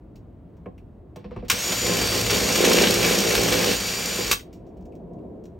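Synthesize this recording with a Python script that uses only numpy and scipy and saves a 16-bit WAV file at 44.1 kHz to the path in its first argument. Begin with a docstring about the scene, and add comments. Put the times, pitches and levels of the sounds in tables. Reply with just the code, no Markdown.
"""Cordless drill in a van

Inside a bare cargo space, a drill bit is set on the steel wall with a few knocks and skids lightly.
The chuck clacks, motor and gear orders whine up, and the flutes drive scraping chip noise and panel modes.
Big chips rasp and jolt the sheet, the brake and a second clack end the run, and handling clicks follow.
Filtered noise rumbles outside throughout and swells to a dull rush; noise tails make the van's reverb."""
import sys
import numpy as np
from scipy import signal
from scipy.fft import rfft, irfft
from scipy.io import wavfile
from scipy.ndimage import uniform_filter1d

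SR = 44100
rng = np.random.default_rng(int(sys.argv[2]) if len(sys.argv) > 2 else 0)


def wav_record(signal):
    """Record a signal, one row per channel, as 16-bit PCM in the file named by sys.argv[1]."""
    frames = np.transpose(np.atleast_2d(signal))
    bounded = np.clip(frames, -1, 1)
    # unit amplitude maps onto the largest positive 16-bit level
    quanta = np.round(bounded * 32767).astype(np.int16)
    wavfile.write(sys.argv[1], SR, quanta)


N = 246517
T = np.arange(N) / SR
HZ = np.maximum(np.arange(N + 1) * SR / (2 * N), 1)

# Powered stretch of the drilling: start and stop in seconds.
RUN_S = (1.515, 4.325)
# Bit knocking on the wall. Each row: start in seconds, thud level in dB, metallic tick level in dB.
KNOCKS = [(.659, -27, -83), (1.16, -31, -46), (1.243, -32, -77), (1.310, -31.5, -69.5), (1.363, -28.5, -64),
          (1.424, -33, -76.5)]
# Colour of a metallic tick. 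Each row: frequency in Hz, level in dB.
TICK = [(500, 2), (1600, -5), (2500, 1), (4000, 0), (7000, 1.5), (10000, -11), (12000, -7), (16000, -2)]
# Colour of chips scraping on the flutes. Each row: frequency in Hz, level in dB.
SCRAPE = [(150, -23.5), (500, 2.5), (900, -2.5), (1500, -0.5), (3000, -0.5), (4200, -1.5), (5000, -1.5),
          (6600, -2), (7600, -4.5), (10000, -9.5), (13000, -8.5), (16000, -11.5)]


def undb(db):
    """Decibels to gain."""
    return 10 ** (np.asarray(db) / 20)


def unit(x):
    """Scale to rms 1."""
    return x / np.sqrt(np.mean(x ** 2))


def curves(table):
    """Turn rows of (seconds, values..) into one envelope per value column."""
    s, *columns = np.transpose(table)
    return [np.interp(T, s, c) for c in columns]


def spectrum(points):
    """Levels in dB at every frequency, interpolated on a log frequency scale."""
    hz, db = np.transpose(points)
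    return np.interp(np.log(HZ), np.log(hz), db)


def filtered(x, response):
    """Pass a sound through a frequency response."""
    return irfft(rfft(x, 2 * N) * response)[:N]


def causal(db):
    """Minimum-phase response with these levels: it rings only after a blow."""
    cepstrum = irfft(np.log(undb(db)))
    cepstrum[1:N] *= 2
    cepstrum[N + 1:] = 0
    return np.exp(rfft(cepstrum))


def noise():
    """White noise of rms 1."""
    return rng.standard_normal(N)


def walk(rate):
    """Smooth random drift of rms 1 that heads for a new value about rate times a second."""
    size = max(int(SR / rate), 2)
    steps = np.repeat(rng.standard_normal(N // size + 1), size)
    return unit(uniform_filter1d(steps, size)[:N])


def burst(s, t60):
    """Dense micro-impacts that start at s and die away by 60 dB in t60 seconds."""
    out = np.zeros(N)
    start = int(s * SR)
    age = T[:min(N - start, SR // 2)]
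    decay = np.exp(-np.log(1000) * age / t60)
    out[start:start + len(age)] = decay * rng.standard_normal(len(age))
    return out


def scattered(start, stop, t60, spread_db, count):
    """Small contacts at random moments of a stretch of time, up to spread_db below full strength."""
    draws = rng.uniform(size=(count, 2))
    return sum(undb(-spread_db * weak) * burst(start + (stop - start) * when, t60)
               for when, weak in draws)


def tool(points):
    """Response of the drill's metal parts: a broad colour lifted at their resonances."""
    # Resonances of bit, chuck and gearbox. Each row: frequency in Hz, width in Hz, lift in dB.
    tool_modes = [(2297, 75, 7.5), (2740, 420, 3.5), (3350, 170, 1), (4510, 130, 4), (5410, 100, 6),
                  (5685, 120, 6), (6090, 150, 2), (9050, 26, 6.5), (11780, 220, 6.5)]
    lifts = sum(lift / (1 + (2 * (HZ - hz) / width) ** 2) for hz, width, lift in tool_modes)
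    db = spectrum(points) + lifts
    return causal(db - 10 * np.log10(np.mean(undb(db) ** 2)))


def panel():
    """Response of the steel wall: its modes push and pull in pairs, which spreads each blow in time."""
    # Modes of the steel wall. Each row: frequency in Hz, width in Hz, level in dB.
    panel_modes = [(114, 31, -15), (172.3, 26, -1), (203, 13, 7.5), (234, 12, -5), (283, 17, 2),
                   (333, 7.6, 4), (402.4, 19, 2.5), (454.5, 29, 2), (503.6, 18, 3), (574, 50, -7.5),
                   (727, 7.7, -5.5), (785, 30, -12), (858, 7.6, -7.5), (1050, 26, -10), (1224, 75, -26)]
    modes = 0
    for k, (hz, width, db) in enumerate(panel_modes):
        sign = (-1) ** (k // 2)
        modes = modes + sign * undb(db) / (1 + 1j * (HZ / hz - hz / HZ) * hz / width)
    return modes / np.sqrt(np.mean(np.abs(modes) ** 2))


def clicks(table, points):
    """Hard contacts of (s, dB, t60 s) ring the metal parts of the drill."""
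    return filtered(sum(undb(db) * burst(s, t60) for s, db, t60 in table), tool(points))


def struck(table, points, t60):
    """Contacts of (s, dB) that all ring the drill alike."""
    return clicks([(s, db, t60) for s, db in table], points)


def outside(rumble_db=-45.5, rush_db=-53, swell_db=-40.5):
    """Dull outdoor noise: a wavering rumble, and a rush that swells to a peak and falls away."""
    # Colour of the rumble. Each row: frequency in Hz, level in dB.
    rumble_colour = [(15, -41.5), (25, -3.5), (38, -6), (59, -2.5), (161, -9.5), (185, -12.5), (293, -13),
                     (427, -29), (641, -31), (962, -33.5), (1520, -43), (3820, -58), (5570, -66),
                     (16000, -64.5)]
    # Colour of the rush. Each row: frequency in Hz, level in dB.
    rush_colour = [(100, -26.5), (170, 8.5), (250, 0), (340, 5.5), (460, -1), (560, -5.5), (680, -3),
                   (820, -19.5), (1000, -18), (1250, -41.5), (1800, -52), (4000, -62)]
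    peak_s, rise_s, fall_s = 5.26, .66, .244
    swell = np.exp(np.minimum((T - peak_s) / rise_s, (peak_s - T) / fall_s))
    waver = undb(.7 * walk(12))
    rumble = unit(filtered(noise(), undb(spectrum(rumble_colour)))) * undb(rumble_db) * waver
    rush = unit(filtered(noise(), undb(spectrum(rush_colour))))
    return rumble + rush * (undb(rush_db) + undb(swell_db) * swell)


def handling(fidget_db=-66.0, fidget_t60=0.074):
    """The trigger clicks, the housing is tapped, and loose parts tick faintly as the tool is put away."""
    # Trigger and clearest handling clicks. Each row: start in seconds, level in dB, ring t60 in seconds.
    handling_clicks = [(.157, -55.5, 0.084), (.568, -68, 0.068), (1.448, -60, 0.089), (1.483, -37, 0.39),
                       (4.528, -53, 0.15), (4.854, -60, 0.072), (4.952, -60, 0.07), (5.134, -67, 0.057),
                       (5.4385, -59, 0.074), (5.455, -54, 0.06)]
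    # Hollow taps on the plastic housing. Each row: start in seconds, level in dB.
    taps = [(.779, -56), (4.922, -62), (5.188, -70)]
    # Colour of the housing. Each row: frequency in Hz, level in dB.
    housing = [(500, -14), (1600, -8), (2500, 5), (3500, -8), (7000, -15), (16000, -16)]
    stop = RUN_S[1]
    fidgets = scattered(stop + .3, stop + .5, fidget_t60, spread_db=5, count=8)
    loose_parts = undb(fidget_db) * filtered(fidgets, tool(TICK))
    return clicks(handling_clicks, TICK) + struck(taps, housing, t60=.08) + loose_parts


def knocks(contact_t60=0.065, tick_t60=0.057, ring_db=1.5, contact_db=-4.0, boom_db=-2.0, boom_t60=0.28):
    """The tip lands on the wall: the sheet clonks, the whole wall booms on, and the bit ticks."""
    # Colour of the tip's contact. Each row: frequency in Hz, level in dB.
    contact_colour = [(100, 6), (200, 15.5), (300, 0.5), (560, 11.5), (750, 4.5), (920, 10.5), (1280, -5.5),
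                      (2000, -4.5), (2570, -7), (3200, -18), (8000, -56.5)]
    # Colour of the boom after a knock. Each row: frequency in Hz, level in dB.
    boom_colour = [(30, -21.5), (48, 8), (70, -5.5), (100, 2.5), (150, -10.5), (200, 4.5), (270, -13),
                   (600, -77)]
    thuds = sum(undb(db) * burst(s, contact_t60) for s, db, _ in KNOCKS)
    ticks = sum(undb(db) * burst(s, tick_t60) for s, _, db in KNOCKS)
    booms = sum(undb(db) * burst(s, boom_t60) for s, db, _ in KNOCKS)
    # the boom's share of each knock grows from 1.15 s to 1.36 s
    booms = booms * np.interp(T, [1.15, 1.36], [.3, 1])
    wall = undb(ring_db) * panel() + undb(contact_db) * causal(spectrum(contact_colour))
    boom = undb(boom_db) * filtered(booms, tool(boom_colour))
    return filtered(thuds, wall) + boom + filtered(ticks, tool(TICK))


def rubbing(chatter_db=-23.5, chatter_t60=0.23):
    """Light friction that catches and slips unevenly: the tip skids, later gloves shift on the grip."""
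    # Colour of light rubbing. Each row: frequency in Hz, level in dB.
    rub_colour = [(400, 5), (1000, 8), (2300, 5), (4000, -1.5), (5500, -9), (6500, -21), (12000, -36),
                  (16000, -33.5)]
    skid_s, skid_db = 1.16, -70.5
    glove_db, glove_fade_db_per_s = -68, 27
    start, stop = RUN_S
    # the skid is strongest just after each knock
    chatter = sum(undb(db + chatter_db - 60 * np.abs(T - s) / chatter_t60) * (T > s)
                  for s, db, _ in KNOCKS)
    skid = (undb(skid_db) + chatter) * (T > skid_s) * (T < start)
    gloves = undb(glove_db - glove_fade_db_per_s * np.abs(T - stop)) * (T > stop)
    catches = undb(2.5 * walk(55))
    return filtered(unit(noise() * catches), tool(rub_colour)) * (skid + gloves)


def chuck():
    """Slack in chuck and spindle lock slams shut and rebounds as the motor starts and stops."""
    # Slams of the slack. Each row: start in seconds, level in dB.
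    slams = [(1.4992, -13), (4.313, -13), (4.393, -42.5)]
    # One blow and two rebounds per slam. Each row: delay in seconds, level in dB.
    rebounds = [(0, 2.5), (.0038, -7), (.014, -2)]
    # Colour of a clack. Each row: frequency in Hz, level in dB.
    clack_colour = [(150, -9.5), (700, -13), (1200, 2), (1700, -3), (2600, -0.5), (4500, -3), (7000, -3),
                    (10000, -10), (16000, -8)]
    blows = [(s + delay, db + rebound_db) for s, db in slams for delay, rebound_db in rebounds]
    return struck(blows, clack_colour, t60=0.063)


def motor_speed(trigger_s=1.46, spin_up_s=.058, brake_s=.04):
    """Turns per second: exponential spin-up, sag under the cut, exponential braking."""
    # Speed held against the cut. Each row: time in seconds, motor turns per second in Hz.
    held_speed = [(1.83, 391.8), (2.0, 388.9), (2.2, 389.3), (2.4, 385.9), (2.95, 385.0), (3.1, 386.4),
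                  (3.22, 384.6), (3.38, 375.5), (3.48, 382.2), (3.7, 382.5), (3.8, 388.5), (4.0, 393.7),
                  (4.23, 394.1), (4.3, 377)]
    spin_up = 1 - np.exp(-np.maximum(T - trigger_s, 0) / spin_up_s)
    brake = np.exp(-np.maximum(T - RUN_S[1], 0) / brake_s)
    return curves(held_speed)[0] * spin_up * brake


def running(fade_s):
    """1 while the spindle turns, opening over 14 ms and dying away under the brake."""
    start, stop = RUN_S
    return np.clip((T - start) / 0.014, 0, 1) * np.exp(-np.maximum(T - stop, 0) / fade_s)


def whining(turns, speed, load):
    """Magnetic and gear orders follow the motor's rotation and grow steeply with its speed."""
    # Gear tones, as multiples of the motor speed.
    gear_orders = [6, 11.6, 11.83, 12, 13.72, 14.57, 16.28]
    # Level of each gear tone in dB, relative to the common gear level.
    gear_order_db = [-7.5, -5.5, -9, 2.5, -14.5, -12, -15.5]
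    whine_db, gear_tone_db, gear_load_db = -33, -33.5, -7.5
    bite_s, bite_rise_s = 1.87, .08
    # both fade slowly from the trigger pull on, by 2.53 dB per second
    fade_db = 2.53 * (T - 1.46)
    # the gears sing once the bit has bitten, most when it runs light
    bitten = .65 + .35 * np.tanh((T - bite_s) / bite_rise_s)
    gear_db = gear_tone_db + gear_load_db * load + 20 * np.log10(bitten)
    # the rotation jitters a little
    angle = 2 * np.pi * turns + .016 * walk(70)
    orders = [(18, whine_db)]  # the magnetic whine
    orders += [(k, gear_db + db) for k, db in zip(gear_orders, gear_order_db)]
    tones = sum(undb(db - fade_db + 1.6 * walk(25)) * np.sin(k * angle) for k, db in orders)
    return np.sqrt(2) * tones * (speed / speed.max()) ** 6


def steadied(x):
    """The arm's steady push evens out the force over about 0.09 s."""
    return x / np.sqrt(uniform_filter1d(x ** 2, size=4000) + 1e-9)


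def flexing(flute, sway=0.51):
    """The whole wall booms under the push, and sways with the flutes."""
    # Colour of the wall flexing. Each row: frequency in Hz, level in dB.
    flex_colour = [(28, -21), (42, -4), (62, 8), (82, -8), (110, 8), (140, -10), (200, -29.5)]
    boom = unit(filtered(noise(), undb(spectrum(flex_colour))))
    return steadied(boom + sway * (np.sin(2 * np.pi * flute) + np.sin(4 * np.pi * flute)))


def snaps(flute, scatter_db):
    """One blow each time a flute lets go, its strength scattered at random."""
    at = np.flatnonzero(np.diff(np.floor(flute)) > 0)
    out = np.zeros(N)
    out[at] = undb(scatter_db * rng.uniform(-1, 1, len(at)))
    return unit(out)


def thumping(flute, load, judder=0.91, throb=1.01, throb_hz=405, throb_width_hz=130):
    """The flutes snap and judder on the sheet; under load the steel round the hole throbs at every pass."""
    shake = unit(np.exp(-(flute % 1)) * noise())
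    sheet = filtered(0.51 * snaps(flute, scatter_db=-2.5) + judder * shake, panel())
    # three broad resonances in a row, so each throb swells before it dies
    local = 1 / (1 + 1j * (HZ / throb_hz - throb_hz / HZ) * throb_hz / (2 * throb_width_hz)) ** 3
    throbs = unit(filtered(snaps(flute, scatter_db=5.5), local))
    return steadied(sheet + throb * np.sqrt(load) * throbs)


def scraping(flute, mesh, load, flute_db=1.36, chip_db=1.0, thick_db=4.5, split_hz=4200):
    """Chips tear off in grains, in time with the flutes; with little load the gear teeth rattle instead."""
    passes = flute.astype(int)
    # share of the treble in the sound of a chip
    bright = 1 / (1 + (split_hz / HZ) ** 6)
    # a hard-pressed bit cuts thicker chips, which sound duller
    dull_weight = undb(thick_db * (load - .5))
    out, metal = 0, tool(SCRAPE)
    for share, weight in ((bright, 1), (1 - bright, dull_weight)):
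        # every pass lifts a chip of its own size, duller or brighter
        size = rng.exponential(size=passes[-1] + 1)[passes]
        pulse = size * np.sin(np.pi * flute) ** 4 * 2 - .8
        pulse_db = np.minimum(flute_db * (.5 + load) * pulse, 6)
        rattle_db = 2.5 * (1 - load) * np.cos(2 * np.pi * mesh)
        # each grain holds its level for 16 samples
        grains = np.repeat(rng.standard_normal(N // 16 + 1), 16)[:N]
        force = noise() * undb(chip_db * grains + pulse_db + rattle_db)
        out = out + weight * filtered(unit(force), np.sqrt(share) * metal)
    return out


def small_snags(snag_db=-5.0, t60=.07):
    """Little chips catch at random all through the cut."""
    return undb(snag_db) * filtered(scattered(*RUN_S, t60, spread_db=5, count=40), tool(SCRAPE))


def squeaking(squeak_db=-6.5, low_hz=2000, high_hz=6500, squeak_t60=0.043, count=330):
    """Curls of swarf squeak briefly on the flutes, each a decaying sine at its own pitch."""
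    out, age = np.zeros(N), T[:SR // 8]
    decay = np.exp(-np.log(1000) * age / squeak_t60)
    for when, pitch, size in rng.uniform(size=(count, 3)):
        start = int(np.interp(when, [0, 1], RUN_S) * SR)
        hz = low_hz * (high_hz / low_hz) ** pitch
        out[start:start + len(age)] += 2 * size * decay * np.sin(2 * np.pi * hz * age)
    return undb(squeak_db) * out


def drill(flex_db=0.5, thump_db=0.0, scrape_db=-0.09):
    """One shaft drives the whine, the gears and the flutes of the bit."""
    # The cut. Each row: time in seconds, thumping of the sheet in dB, scraping of the edges in dB.
    cut = [(1.55, -36.5, -30), (1.62, -44.5, -27.5), (1.71, -30.5, -26.5), (1.76, -39.5, -27),
           (1.9, -24.5, -25.5), (2.1, -33.5, -25.5), (2.16, -26.5, -24), (2.25, -33, -27),
           (2.32, -26.5, -25), (2.55, -27, -23.5), (2.64, -18.5, -22), (2.84, -19.5, -21),
           (2.97, -25.5, -24.5), (3.07, -23, -20.5), (3.23, -24.5, -24.5), (3.72, -24.5, -23),
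           (3.78, -37.5, -28), (4.3, -34.5, -28.5)]
    # Flexing of the whole wall under the push. Each row: time in seconds, level in dB.
    push = [(1.55, -37), (1.67, -55.5), (1.76, -38.5), (2.31, -30.5), (2.61, -42.5), (3.0, -32.5),
            (3.2, -45), (3.36, -32), (4.09, -47), (4.3, -37.5)]
    flutes_per_turn, mesh_per_turn = .149, 1.716  # flute passes and tooth meshes per motor turn
    speed = motor_speed()
    turns = np.cumsum(speed) / SR
    flute, mesh = turns * flutes_per_turn, turns * mesh_per_turn
    sheet_db, edge_db = curves(cut)
    load = undb(sheet_db - sheet_db.max())  # 1 at the heaviest thumping
    wall = undb(curves(push)[0] + flex_db) * flexing(flute)
    thumps = undb(sheet_db + thump_db) * thumping(flute, load)
    chips = scraping(flute, mesh, load) + small_snags() + np.sqrt(load) * squeaking()
    edges = undb(edge_db + scrape_db) * chips
    return (wall + thumps + edges + whining(turns, speed, load)) * running(fade_s=.015)


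def snags(scrape_t60=0.093, thump_t60=0.066):
    """A big chip snags and tears free: it rasps on the flute and jolts the sheet."""
    # The biggest chips. Each row: start in seconds, scrape level in dB, thump of the sheet in dB.
    big_chips = [(1.721, -21.5, -33), (2.014, -21.5, -22), (2.151, -28, -32.5), (2.305, -18, -27),
                 (2.342, -20.5, -28), (2.65, -16.5, -24.5), (3.35, -17.5, -25.5), (3.524, -18, -22.5),
                 (3.803, -25.5, -24.5), (4.183, -31, -19)]
    rasps = struck([row[:2] for row in big_chips], SCRAPE, scrape_t60)
    jolts = sum(undb(db) * burst(s, thump_t60) for s, _, db in big_chips)
    return rasps + filtered(jolts, panel())


def van(x, t60=0.17, wet_db=-8.5, side_t60=0.17):
    """The bare cargo space adds a short tail, and its reflections arrive from the sides."""
    # Sideways share of the field inside the van. Each row: frequency in Hz, level in dB.
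    side_share = [(30, -40), (125, -12.5), (260, -12), (550, -6.5), (1000, -5), (2200, -17.5), (4000, -5),
                  (8000, -57.5), (16000, -24.5)]
    tail = burst(.006, t60)
    # the tail is thinned below 600 Hz
    tail_response = rfft(tail, 2 * N) / np.linalg.norm(tail) * HZ / (HZ + 600)
    mid = x + undb(wet_db) * filtered(x, tail_response)
    walls = burst(.002, side_t60)
    side_response = rfft(walls, 2 * N) / np.linalg.norm(walls) * undb(spectrum(side_share))
    side = filtered(mid, side_response)
    return np.array([mid + side, mid - side])


def scene():
    """Everything is heard inside the van."""
    return van(outside() + handling() + knocks() + rubbing() + chuck() + drill() + snags())


def record(dry, top_hz=15800):
    """The left channel's phase lags above 8.7 kHz; deep bass and top treble are cut off steeply."""
    lag = np.interp(HZ, [8700, 10130, 11950, 13830, 15700], np.pi * np.arange(5))  # radians
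    stereo = np.array([filtered(dry[0], np.exp(-1j * lag)), dry[1]])
    bass_cut = signal.butter(6, 36, "high", fs=SR, output="sos")
    treble_cut = signal.ellip(10, .2, 80, top_hz, fs=SR, output="sos")
    return signal.sosfilt(treble_cut, signal.sosfilt(bass_cut, stereo))


dry = scene()
out = record(dry)
wav_record(out)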